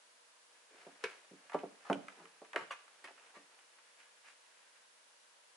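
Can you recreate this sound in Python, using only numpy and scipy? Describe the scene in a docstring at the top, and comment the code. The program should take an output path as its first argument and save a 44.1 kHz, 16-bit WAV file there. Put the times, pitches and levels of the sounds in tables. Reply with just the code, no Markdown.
"""Handling a framed canvas

A stretched canvas on a wooden frame is gripped, knocked on a work table, then lifted and tilted.
Contacts ring the frame and its cloth: dull knocks, light ticks, short scrapes, a click and a squeak.
One sharp tap rings a small hollow support. Fingers rub the weave. A small room answers, over hiss."""
import sys
import numpy as np
from scipy import signal
from scipy.fft import rfft, irfft
from scipy.io import wavfile
from scipy.ndimage import uniform_filter1d

SR = 44100
rng = np.random.default_rng(int(sys.argv[2]) if len(sys.argv) > 2 else 0)


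def transcribe(u):
    """Save the signal u as a 16-bit wav file named by the first command-line argument.

    u: samples, shape (n,) or (channels, n), limited to [-1, 1]; the rate is SR.
    q: integer samples, one column per channel.
    """
    v = np.clip(np.atleast_2d(u).T, -1, 1)
    q = np.round(v * 32767).astype(np.int16)
    wavfile.write(sys.argv[1], SR, q)


N = 245195
TIME_S = np.arange(N) / SR
RING_N = SR // 2
RING_S = np.arange(RING_N) / SR


# Frame-on-table contacts: t/s, level/dB, low edge/Hz, top edge/Hz, t60 factor
KNOCKS = [ (0.8666, -52.5, 234, 804, 1.3), (1.3122, -58, 181, 533, 1.3), (1.329, -60, 170, 456, 0.48),
          (1.497, -53.5, 703, 2320, .55), (1.5193, -50, 700, 1700, .5), (1.533, -49.5, 680, 2370, 1.8),
          (1.5444, -31, 312, 880, 0.71), (1.589, -53.5, 700, 2620, 0.84), (1.6342, -41.5, 210, 660, 0.73),
          (1.8996, -30, 158.6, 1090, 0.46), (1.911, -35.5, 182, 755, 0.97), (1.955, -45, 190, 700, .35),
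          (2.0832, -47.5, 1040, 1970, 0.16), (2.255, -57.5, 1090, 2580, 0.18),
          (2.4179, -52, 307, 890, 1.06), (2.532, -46.5, 1140, 1970, 0.36), (2.544, -48.5, 474, 890, 0.89),
          (2.5603, -31.5, 356, 2180, 0.3), (2.61, -52.5, 130, 1900, 0.71), (2.7092, -45, 960, 1790, 1.12),
          (3.074, -55.5, 900, 2900, .6), (3.083, -54.5, 480, 2530, .6), (3.108, -59, 400, 1000, 0.55),
          (3.179, -62, 520, 2500, 2.1), (3.366, -59.5, 240, 700, 1.2), ]

def knocks():
    """The frame is set down, rocks and is nudged."""
    out = np.zeros((2, N))
    for s, db, low_hz, top_hz, ring in KNOCKS:
        add(out, s, knock(db, low_hz, top_hz, ring))
    return out


# Wooden frame modes: f/Hz, level/dB, base t60/s
FRAME_MODES = [(254.6, -0.5, 0.062), (396, -0.5, 0.072), (445.6, 1, .11), (489, -3.5, 0.19),
               (592, -0.5, 0.13), (670, 3.5, 0.076), (702, -3, 0.13), (760, -6.5, 0.039), (840, -25, 0.037),
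               (895, -9, 0.043), (983, -2, 0.13), (1180, -5, 0.037), (1170, 4.5, 0.26), (1360, 0, 0.16),
               (1540, -16, 0.055), (1662, -20, 0.037), (1975, -9, 0.058), (2480, 4.5, 0.062),
               (2700, -15, 0.081), (2800, -0.5, 0.14), (3030, 5.5, 0.17)]
# Decay of its dense weak modes: f/Hz, base t60/s
FRAME_CLOUD_T60 = [(150, 0.27), (500, 0.083), (1500, 0.23), (4000, 0.052), (10000, 0.058)]
# Spectrum of those modes: f/Hz, density/dB
FRAME_CLOUD = [(120, 1.5), (400, 0), (1000, -0.5), (2000, 3.5), (10000, -3)]

def knock(db, low_hz, top_hz, ring, right_db=1.5):
    """One contact of the frame: soft, heavy ones thud; hard, light ones tick."""
    ringing = body(FRAME_MODES, FRAME_CLOUD_T60, FRAME_CLOUD, ring, dense_db=11, spot_db=5.5)
    blow = contact(ringing, low_hz, top_hz, crispness_db(top_hz, base_db=-42))
    return at_level(blow, db) * amp([[-right_db / 2], [right_db / 2]])


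# Stretched cloth resonances: f/Hz, gain/dB, t60/s
CANVAS_MODES = [(198, 0, 0.22), (286.9, 4, 0.27), (379.5, -2, 0.19), (697, -5.5, 0.074)]

def canvas_boom(shaking):
    """The cloth booms like a slack drum when the frame shakes."""
    out = shaking.copy()
    for hz, db, t60 in CANVAS_MODES:
        q = np.pi * hz * t60 / np.log(1000)
        out += amp(db) * signal.lfilter(*signal.iirpeak(hz, q, fs=SR), shaking)
    return out


# Hollow support modes: f/Hz, level/dB, base t60/s
SUPPORT_MODES = [(383, -4, 0.11), (453, 9, 0.041), (512, -3, 0.083), (992, -8, 0.071), (1130, -20, 0.091),
                 (1360, -12.5, 0.19), (1562, -9, 0.2), (1665, -11.5, 0.16), (2180, -9, 0.15),
                 (2262, -2.5, 0.14), (2513, -6.5, 0.14), (2640, -5.5, 0.067), (2900, -11, 0.078),
                 (3700, -30, 0.07)]
# Decay of its dense weak modes: f/Hz, base t60/s
SUPPORT_CLOUD_T60 = [(500, 0.06), (2000, 0.24), (5000, 0.031), (10000, 0.13)]
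# Spectrum of those modes: f/Hz, density/dB
SUPPORT_CLOUD = [(300, 1), (750, -6.5), (1500, 3), (2600, 3), (3800, -6), (10000, -3.5)]

def tap(start_s=1.0392, db=-34):
    """A hard tap rings the hollow support under the canvas."""
    out = np.zeros((2, N))
    ringing = body(SUPPORT_MODES, SUPPORT_CLOUD_T60, SUPPORT_CLOUD, ring=0.98, dense_db=0.5, spot_db=1)
    blow = contact(ringing, low_hz=273, top_hz=5600, crisp_db=-13.5)
    add(out, start_s, at_level(blow, db))
    return out


# Click modes: f/Hz, level/dB, base t60/s
CLICK_MODES = [(1480, -6.5, 0.044), (2020, -14, 0.032), (2410, -2.5, 0.022), (3000, 1, 0.02),
               (3360, -6, 0.016), (4250, -21, .02)]
# Decay of its dense weak modes: f/Hz, base t60/s
CLICK_CLOUD_T60 = [(1000, 0.037), (10000, 0.045)]

def click(start_s=1.929, db=-40):
    """A bright, weightless snap as the frame settles."""
    out = np.zeros((2, N))
    ringing = body(CLICK_MODES, CLICK_CLOUD_T60, FRAME_CLOUD,
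                   ring=0.75, dense_db=-1.5, spot_db=0.3, front_db=-10)
    blow = contact(ringing, low_hz=900, top_hz=4240, crisp_db=-9.5)
    add(out, start_s, at_level(blow, db))
    return out


# Stick-slip contour: t/s, slip rate/Hz, level/dB
SQUEAK_CONTOUR = [(2.704, 589, -63), (2.709, 575.5, -39.5), (2.714, 547, -44.5), (2.722, 529.6, -61),
                  (2.74, 487, -51.5)]
# Stick-slip harmonics: order, relative level/dB
SQUEAK_HARMONICS = [(1, -4.5), (2, 2), (3, -10), (4, -31), (5, -1), (6, -9.5), (8, -16)]

def squeak(jitter=0.0126):
    """Near-regular slips slow down as the frame comes to rest."""
    s, rate_hz, db = np.transpose(SQUEAK_CONTOUR)
    uneven = 1 + jitter * smooth_noise(window_samples=80)
    turns = np.cumsum(np.interp(TIME_S, s, rate_hz) * uneven) / SR
    tone = sum(amp(level) * np.sin(2 * np.pi * (order * turns + rng.random()))
               for order, level in SQUEAK_HARMONICS)
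    gate = (TIME_S > s[0]) & (TIME_S < s[-1])
    return unit_rms(tone) * amp(np.interp(TIME_S, s, db)) * gate


# Frame drags on the table: t/s, length/s, level/dB, low edge/Hz, top edge/Hz
SCRAPES = [ (0.698, 0.088, -72.5, 370, 477), (1.845, 0.051, -57.5, 830, 1280),
           (2.168, 0.11, -62, 203, 1380), (2.561, 0.081, -50, 380, 1870), (2.709, 0.025, -48, 1100, 2310),
           (3.038, 0.024, -50.5, 420, 2900), (3.34, 0.048, -59.5, 575, 2380), ]

def scrapes(slips_per_s=900):
    """Tiny uneven slips shake the frame as it drags."""
    out = np.zeros((2, N))
    for s, length_s, db, low_hz, top_hz in SCRAPES:
        chance, size = rng.random((2, RING_N))
        stroke = np.sqrt(np.interp(RING_S / length_s, [0, 0.2, 1], [0, 1, 0]))
        slips = stroke * (chance < slips_per_s / SR) * (size - 0.5)
        ringing = body(FRAME_MODES, FRAME_CLOUD_T60, FRAME_CLOUD, ring=0.58, dense_db=15.5, spot_db=4)
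        shaken = signal.fftconvolve(slips[None], ringing, axes=1)
        drag = contact(shaken, low_hz, top_hz, crispness_db(top_hz, base_db=-36.5))
        add(out, s, amp(db) * np.sqrt(length_s * SR) * unit_energy(drag))
    return out


# Noise swells (at 0.992 s the tap's noisy ring-out, elsewhere rubbing): t/s, length/s, peak level/dB
SWELLS = [ (0.476, .18, -70.5), (0.662, 0.38, -60.5), (0.992, 0.21, -55), (1.796, 0.21, -57),
          (1.98, 0.35, -65), (3.097, 0.4, -65), (3.953, .13, -61), (4.222, 0.14, -58), (4.73, .08, -68), ]

def swish_gain(grip_s=0.94, rest_s=4.9, fade_s=0.3, grip_db=-68.5, db_per_s=-1.2):
    """Separate swells over the rustle of a settling grip."""
    held = np.clip(np.minimum(TIME_S - grip_s, rest_s - TIME_S) / fade_s + 0.5, 0, 1)
    power = (held * amp(grip_db + db_per_s * (TIME_S - grip_s))) ** 2
    for s, length_s, db in SWELLS:
        swell = np.interp((TIME_S - s) / length_s, [0, 0.4, 1], [0, 1, 0])
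        power += (amp(db) * swell) ** 2
    return np.sqrt(power)


# Canvas swish spectrum: f/Hz, density/dB
SWISH_SPECTRUM = [(50, -39), (130, -23), (250, -14), (450, 1.5), (750, 0.5), (1100, -1.5), (1700, 2.5),
                  (2000, -0.5), (2450, 0.5), (3800, -12), (7000, -15), (11000, -21)]
# Stereo image of close sources: f/Hz, L-R correlation
NEAR_CORRELATION = [(300, 1), (800, 0.82), (2000, 0.3), (5000, 0.59), (10000, 0.11)]

def canvas_swish(grain_db=2.5, lift_s=3.75, fade_s=0.36, lifted_low_hz=1050):
    """Grainy noise of skin on the weave and of the tap's ring-out; thinner once off the table."""
    grain = unit_rms(amp(grain_db * smooth_noise(window_samples=300)))
    swish = noise(N, SWISH_SPECTRUM, NEAR_CORRELATION) * grain * swish_gain()
    thin = butter(swish, 2, lifted_low_hz, "high")
    lifted = np.clip((TIME_S - lift_s) / fade_s + 0.5, 0, 1)
    return (1 - lifted) * swish + lifted * thin


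def ticks(span_s=(2.4, 3.7), per_s=5, db=-65.5, spread_db=5):
    """Faint, hard, uneven touches as the frame is worked off the table."""
    out = np.zeros((2, N))
    for s in np.arange(*span_s, 1 / per_s):
        late_s = rng.random() / per_s
        tick_db = db + spread_db * rng.uniform(-1, 1)
        add(out, s + late_s, knock(tick_db, low_hz=765, top_hz=2660, ring=0.28))
    return out


# Reflections off nearby surfaces: delay/s, gain
ECHOES = [(.0024, 0.053), (.0054, 0.1), (0.0113, .2), (0.0177, 0.2)]
# Room decay: f/Hz, t60/s
ROOM_T60 = [(150, 0.48), (400, 0.43), (1500, 0.47), (4000, 0.51), (10000, 0.068)]
# Room tail spectrum: f/Hz, density/dB
ROOM_SPECTRUM = [(100, 0), (300, -2.5), (700, -2), (2000, -1.5), (5000, 7.5), (10000, -0.5)]
# Stereo image of tail and hiss: f/Hz, L-R correlation
DIFFUSE_CORRELATION = [(60, 1), (250, 0.41), (500, 0), (1000, 0), (2500, 0), (5000, 0), (10000, 0.17)]

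def room(x, tail_db, build_s=0.021):
    """Direct sound, single echoes, then a short diffuse tail."""
    near = x.copy()
    for delay_s, gain in ECHOES:
        add(near, delay_s, gain * x)
    tail = decaying_noise(ROOM_T60, ROOM_SPECTRUM, DIFFUSE_CORRELATION) * np.minimum(RING_S / build_s, 1)
    return near + amp(tail_db) * signal.fftconvolve(x, unit_energy(tail), axes=1)[:, :N]


# Microphone hiss spectrum: f/Hz, density/dB
HISS_SPECTRUM = [(20, -52), (70, -34), (150, -22), (280, -10.5), (430, -7), (600, 2), (760, -3.5),
                 (950, 2.5), (1220, -1), (1550, 0.5), (2100, -2), (5000, -4.5), (11000, -8), (13000, -105)]
# Mains harmonics: order, rms level/dB
HUM_HARMONICS = [(8, -86.5), (26, -93), (28, -92.5), (48, -87.5)]

def background(hiss_db=-65.33, mains_hz=60):
    """Steady microphone hiss and faint electrical hum."""
    hum = sum(amp(db) * np.sqrt(2) * np.sin(2 * np.pi * (order * mains_hz * TIME_S + rng.random()))
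              for order, db in HUM_HARMONICS)
    return amp(hiss_db) * noise(N, HISS_SPECTRUM, DIFFUSE_CORRELATION) + hum


def body(modes, cloud_t60, cloud_spectrum, ring, dense_db, spot_db, front_db=-7):
    """Struck body: clear modes, a cloud of weak ones and a sharp front; ring scales every t60."""
    hz, db, t60 = np.transpose(modes)[:, :, None]
    polarity = (-1) ** np.arange(len(hz))[:, None]
    weight = polarity * amp(db + spot_db * rng.standard_normal(hz.shape))  # varies with the spot hit
    clear = (weight * amp(-60 * RING_S / (t60 * ring)) * np.sin(2 * np.pi * hz * RING_S)).sum(0)
    cloud = decaying_noise(np.array(cloud_t60) * [1, ring], cloud_spectrum, NEAR_CORRELATION)
    crack = 1 + amp(3) * np.exp(-RING_S / 0.019)  # loudest before the blow spreads
    front = amp(front_db) * signal.unit_impulse(RING_N)  # straight from the contact point
    return unit_energy(clear) + amp(dense_db) * (unit_energy(cloud * crack) + front)


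def contact(x, low_hz, top_hz, crisp_db, push_db=-42, radiation_hz=116):
    """A contact drives one band; its hard edge leaks treble, its push leaks bass."""
    soft = butter(x, 4, top_hz, "low")
    driven = butter(soft + amp(crisp_db) * x, 3, low_hz, "high")
    radiated = butter(driven, 4, radiation_hz, "high")  # small bodies radiate little bass
    return radiated + amp(push_db) * soft


def crispness_db(top_hz, base_db, base_hz=1010, db_per_octave=14.5):
    """Harder contacts have a crisper edge."""
    return base_db + db_per_octave * np.log2(top_hz / base_hz)


def decaying_noise(t60s, spectrum, correlation, bands=12):
    """Stereo noise, each band dying at its own rate."""
    white = rfft(noise(RING_N, [(1, 0)], correlation))
    hz = np.fft.rfftfreq(RING_N, 1 / SR)
    centres_hz = np.geomspace(130, 11000, bands)
    out = 0
    for centre_hz, row in zip(centres_hz, np.eye(bands)):
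        band = lookup(np.c_[centres_hz, row], hz)
        ringing = unit_energy(irfft(white * band) * amp(-60 * RING_S / lookup(t60s, centre_hz)))
        out += amp(lookup(spectrum, centre_hz)) * np.sqrt(band.mean()) * ringing
    return unit_energy(out)


def noise(size, spectrum, correlation):
    """Shaped stereo noise, rms 1."""
    hz = np.fft.rfftfreq(size, 1 / SR)
    mid, side = rfft(rng.standard_normal((2, size)))
    same = np.clip(lookup(correlation, hz), -1, 1)
    mid, side = mid * np.sqrt(1 + same), side * np.sqrt(1 - same)
    return unit_rms(irfft(np.array([mid + side, mid - side]) * amp(lookup(spectrum, hz)), size))


def smooth_noise(window_samples):
    """Moving-average noise, rms 1."""
    return unit_rms(uniform_filter1d(rng.standard_normal(N), size=window_samples))


def butter(x, order, hz, kind):
    """Low- or high-pass."""
    return signal.sosfilt(signal.butter(order, hz, kind, fs=SR, output="sos"), x)


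def at_level(x, db):
    """Sets the rms of a blow's first 12 ms."""
    return amp(db) * x / np.sqrt(np.mean(x[:, :round(0.012 * SR)] ** 2))


def amp(db):
    """dB to gain."""
    return 10 ** (np.asarray(db) / 20)


def unit_rms(x):
    """Scales to rms 1."""
    return x / np.sqrt(np.mean(x ** 2) + 1e-20)


def unit_energy(x):
    """Scales to energy 1 per channel."""
    return x / np.sqrt(np.sum(x ** 2, axis=-1, keepdims=True) + 1e-20)


def lookup(points, hz):
    """Interpolates on a log-frequency axis."""
    points_hz, value = np.transpose(points)
    return np.interp(np.log(hz + 1), np.log(points_hz + 1), value)


def add(mix, s, sound):
    """Mixes a stereo sound in at time s."""
    part = mix[:, round(s * SR):][:, :sound.shape[1]]
    part += sound[:, :part.shape[1]]


def scene():
    """Handling sounds in the room over the background; tap and click are drier."""
    sharp = room(tap(), tail_db=-16) + room(click(), tail_db=-17)
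    floor = background()
    handling = squeak() + canvas_swish()
    frame = canvas_boom(knocks() + scrapes() + ticks())
    return room(frame + handling, tail_db=-11.5) + sharp + floor


def record(dry, edge_hz=11200):
    """Steep treble cut-off."""
    low_pass = signal.firwin(401, edge_hz, window=("kaiser", 8), fs=SR)
    return signal.oaconvolve(dry, low_pass[None], "same")


dry = scene()
out = record(dry)
transcribe(out)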